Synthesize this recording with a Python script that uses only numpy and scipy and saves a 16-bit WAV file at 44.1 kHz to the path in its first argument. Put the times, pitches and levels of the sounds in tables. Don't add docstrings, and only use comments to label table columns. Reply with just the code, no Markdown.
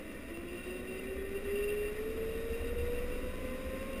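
import sys
import numpy as np
from scipy import signal
from scipy.fft import rfft, irfft
from scipy.io import wavfile
from scipy.ndimage import uniform_filter1d

SR = 44100
rng = np.random.default_rng(int(sys.argv[2]) if len(sys.argv) > 2 else 0)


def waveform_to_disk(signal):
    frames = np.transpose(np.atleast_2d(signal))
    scaled = np.clip(frames, -1, 1) * 32767
    samples = np.round(scaled).astype(np.int16)
    wavfile.write(sys.argv[1], SR, samples)


N = 176400
T = np.arange(N) / SR


def amp(db):
    return 10 ** (np.asarray(db) / 20)


def unit(x):
    return x / np.sqrt(np.mean(x ** 2) + 1e-20)


def curve(points):
    return np.interp(T, *np.transpose(points))


def shaped(x, gain):
    return unit(irfft(rfft(x) * gain(np.fft.rfftfreq(N, 1 / SR)), N))


def coloured(x, colour):
    hz, db = np.transpose(colour)
    return shaped(x, lambda f: amp(np.interp(np.log(f + 1), np.log(hz), db)))


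def drift(rate_hz):
    return shaped(rng.standard_normal(N), lambda f: 1 / (1 + (f / rate_hz) ** 2) ** 2)


def ringing(notes):
    return sum(amp(db) * shaped(rng.standard_normal(N), lambda f: 1 / (1 + ((f - hz) / width * 2) ** 2))
               for hz, width, db in notes)


def wind():
    # pitch_hz, level_db
    colour = [(10, -20), (25, -11.5), (45, 1), (62, 0), (76, 6), (92, -6.5), (125, -11), (160, -36),
              (300, -41), (1000, -80)]
    # time_s, level_db
    strength = [(0, -52.5), (1.1, -53), (1.4, -50), (1.8, -52), (2.2, -47.5), (2.4, -49), (2.85, -43),
                (3.3, -45.5), (3.5, -51), (4, -52)]
    return coloured(rng.standard_normal(N), colour) * amp(curve(strength) + 1.4 * drift(rate_hz=5.8))


def tyres(teeth):
    # pitch_hz, level_db
    roar_colour = [(80, -28), (150, -6.5), (205, -8.5), (305, -1.5), (400, 1.5), (540, 2), (600, -3.5),
                   (680, -11), (780, -15.5), (1100, -40), (3000, -80)]
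    # time_s, level_db
    roar_level = [(0, -50), (.35, -52), (.8, -49), (1.3, -49), (2, -47.5), (2.6, -45.5), (3.1, -46.5),
                  (4, -48)]
    # pitch_hz, width_hz, level_db
    boom_notes = [(203.8, 45, -1.5), (247, 37, 0), (277.3, 27, -2)]
    # time_s, level_db
    boom_level = [(0, -57), (.35, -55), (.8, -52.5), (1.3, -54), (2, -53.5), (2.6, -52.5), (3.1, -51),
                  (4, -51)]
    # pitch_hz, level_db
    hiss_colour = [(300, 1.5), (700, -9), (900, -6), (1100, 2.5), (1300, 0.5), (1650, -3), (1950, -3),
                   (2200, -0.5), (2500, 0.5), (3000, -5.5), (3500, -10), (4100, -16), (4600, -19.5),
                   (5050, -10), (5500, -24), (6300, -22), (8000, -29.5), (15000, -24)]
    # time_s, level_db
    hiss_level = [(0, -56.5), (.4, -56.5), (.65, -55.5), (1.2, -56), (1.6, -53.5), (2.1, -53), (2.7, -53),
                  (4, -52)]
    grit_per_s, grit_spread_db, grit_share = 900, 5.5, 0.28
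    roar = coloured(rng.standard_normal(N), roar_colour)
    roar *= amp(curve(roar_level) + 0.81 * drift(rate_hz=38))
    boom = ringing(boom_notes) * amp(curve(boom_level))
    grit = rng.standard_normal(N) * (rng.random(N) < grit_per_s / SR)
    grit *= amp(grit_spread_db * np.minimum(rng.exponential(1, N), 4))
    tread = (rng.standard_normal(N) + grit_share * unit(grit)) * (1 + 0.24 * np.cos(teeth))
    hiss = coloured(tread, hiss_colour) * amp(curve(hiss_level) + 0.65 * drift(rate_hz=17))
    return roar + boom + hiss


def frame():
    # pitch_hz, width_hz, level_db
    ring_notes = [(1835, 26, -63), (1912, 200, -60.5), (2050, 12, -66), (2367, 98, -64.5), (2604, 140, -69),
                  (1470, 70, -69.5), (3377, 20, -78.5)]
    # time_s, gain_db
    ring_gain = [(0, -1), (.12, 0.5), (.5, 0), (1.05, 1.5), (1.4, 3), (1.85, 3), (2.3, 1), (2.7, 0),
                 (4, -0.5)]
    # pitch_hz, width_hz, level_db
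    sizzle_note = [(3773, 136, 0)]
    # time_s, level_db
    sizzle_level = [(0, -72), (.45, -75), (.65, -67), (1.05, -69), (1.3, -72), (2.05, -69), (2.35, -65.5),
                    (2.7, -65.5), (3, -68), (4, -68.5)]
    flicker_db = 1.5 * drift(rate_hz=45)
    ring = amp(curve(ring_gain) + flicker_db) * ringing(ring_notes)
    return ring + amp(curve(sizzle_level)) * ringing(sizzle_note)


def bumps():
    # start_s, level_db
    hits = [(1.165, -42), (1.449, -41.5), (2.49, -37.5), (2.77, -37), (3.30, -43), (3.65, -38)]
    pitch_hz, rise_s = 68.4, 0.0186
    thuds = np.zeros(N)
    for start_s, level_db in hits:
        age_s = np.maximum(T - start_s, 0)
        rise_and_fade = age_s / rise_s * np.exp(1 - age_s / rise_s)
        thuds += amp(level_db) * rise_and_fade * np.sin(2 * np.pi * pitch_hz * age_s)
    return thuds


def shake(wheel):
    # multiple_of_wheel_rate, level_db
    tones = [(1, 4.5), (2, -7), (3, -5.5), (4, -11.5)]
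    # time_s, level_db
    strength = [(0, -58.5), (.9, -57.5), (1.3, -51.5), (2, -49.5), (2.55, -47), (3.05, -43.5), (3.5, -48),
                (4, -52)]
    rocking = sum(amp(level_db + drift(rate_hz=5.3)) * np.sin(multiple * wheel)
                  for multiple, level_db in tones)
    return np.sqrt(2) * amp(curve(strength)) * rocking


def rubbing():
    # start_s, length_s, level_db
    touches = [(0.065, 0.049, -57.5), (0.265, .05, -57), (0.332, 0.031, -51.5), (.48, .055, -49.5),
               (.55, .07, -53.5), (0.629, .17, -51.5), (0.867, .13, -52), (1.06, 0.095, -55.5),
               (1.24, .04, -58), (1.346, 0.029, -49.5), (1.44, 0.1, -53.5), (1.552, 0.059, -45.5),
               (1.618, 0.037, -48), (1.676, 0.059, -48), (1.758, 0.13, -50), (1.952, .04, -59),
               (2.26, 0.1, -54.5), (2.523, 0.025, -49), (2.568, 0.13, -53.5), (2.78, .04, -50),
               (2.897, 0.09, -56.5), (2.94, 0.06, -53), (3.107, 0.075, -54), (3.215, 0.0965, -57),
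               (3.42, .1, -61), (3.741, .08, -58.5), (3.925, .1, -52.5)]
    # pitch_hz, width_hz, level_db
    notes = [(2733, 56, 4), (2799, 90, -5), (2500, 220, -10), (3204.5, 290, -16.5), (3680, 66, -16),
             (4650, 40, -25.5), (4810, 45, -19.5)]
    rise_s, fade_s, graze_db = 0.0062, 0.014, -62.5
    pressure = np.full(N, amp(graze_db))
    for start_s, length_s, level_db in touches:
        press = np.clip((T - start_s) / rise_s, 0, 1)
        let_go = np.exp(-np.maximum(T - start_s - length_s, 0) / fade_s)
        pressure = np.maximum(pressure, amp(level_db) * press * let_go)
    ring = ringing(notes)
    loudness = np.sqrt(abs(uniform_filter1d(ring ** 2, size=400)) + 1e-9)
    steadier_ring = ring / loudness ** 0.49
    chatter_db = 2 * drift(rate_hz=45)
    return pressure * unit(steadier_ring * amp(chatter_db))


def drive(teeth, wheel):
    # time_s, level_db
    whine_level = [(0, -57), (.25, -58.5), (.32, -51), (.42, -52.5), (.52, -44), (.57, -43), (.61, -67),
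                   (.67, -43.5), (.94, -49.5), (1.04, -45.5), (1.22, -41.5), (1.3, -50), (1.36, -35),
                   (1.41, -46.5), (1.52, -35), (1.64, -34.5), (1.88, -36.5), (1.94, -48), (1.99, -38.5),
                   (2.12, -41.5), (2.152, -49), (2.18, -37.5), (2.42, -41), (2.62, -40.5), (2.85, -38),
                   (3.15, -44), (3.22, -47), (3.5, -45.5), (4, -44.5)]
    # multiple_of_tooth_rate, level_db
    overtone_levels = [(2, -59.5), (3, -64), (4, -64.5), (5, -73.5), (6, -73.5)]
    # pitch_hz, gain_db
    body = [(600, -3), (690, 0), (760, -7), (910, -16), (980, -5.5), (1075, 1.5), (1170, -6), (1330, -8),
            (1490, -0.5), (1650, -9), (1800, -10), (2000, 2.5), (2200, -6), (2400, -4), (3200, -21)]
    jitter_turns, waver_db, overtone_rise_db_per_s = 0.033, -54.5, 1.5
    phase = teeth + 2 * np.pi * jitter_turns * drift(rate_hz=32)
    flutter = amp(0.5 * drift(rate_hz=35)) * (1 + 0.051 * np.cos(wheel))
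    waver = drift(rate_hz=30) * np.cos(teeth) + drift(rate_hz=30) * np.sin(teeth)
    whine = amp(curve(whine_level)) * np.sqrt(2) * np.sin(phase) + amp(waver_db) * waver
    overtones = np.zeros(N)
    for multiple, level_db in overtone_levels:
        strength = amp(level_db + 1.45 * drift(rate_hz=23))
        overtones += strength * np.sin(multiple * phase + 0.6 * drift(rate_hz=15))
    through_body = np.std(overtones) * coloured(overtones, body)
    return flutter * (whine + through_body * amp(overtone_rise_db_per_s * (T - 3)))


def scene():
    # time_s, pitch_hz
    tooth_rate = [(0.0, 319.4), (0.08, 324), (0.2, 323.5), (0.64, 359.4), (0.88, 372.1), (1.6, 407.4),
                  (1.72, 415.5), (1.88, 416.2), (2.12, 443.8), (2.28, 446.7), (2.56, 460.7), (2.72, 473.2),
                  (3.2, 496.2), (3.32, 506.4), (3.56, 514.6), (4.0, 539.5)]
    teeth_per_wheel_turn = 25.6
    teeth = 2 * np.pi * np.cumsum(curve(tooth_rate)) / SR
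    wheel = teeth / teeth_per_wheel_turn
    mix = drive(teeth, wheel) + shake(wheel) + bumps() + rubbing() + frame() + tyres(teeth) + wind()
    return mix[None]


def record(dry):
    mirror_hz, tilt_db_per_octave, cutoff_hz = 12000, -6, 15300
    mirror = amp(2) * np.gradient(dry, axis=1) * np.cos(2 * np.pi * mirror_hz * T)
    octaves = np.log2(np.maximum(np.fft.rfftfreq(N, 1 / SR) / mirror_hz, 0.5))
    mirror = irfft(rfft(mirror) * amp(tilt_db_per_octave * octaves), N)
    treble_cut = signal.firwin(1023, cutoff_hz, window=("kaiser", 9), fs=SR)
    return signal.oaconvolve(dry + mirror, treble_cut[None], "same")


dry = scene()
out = record(dry)
waveform_to_disk(out)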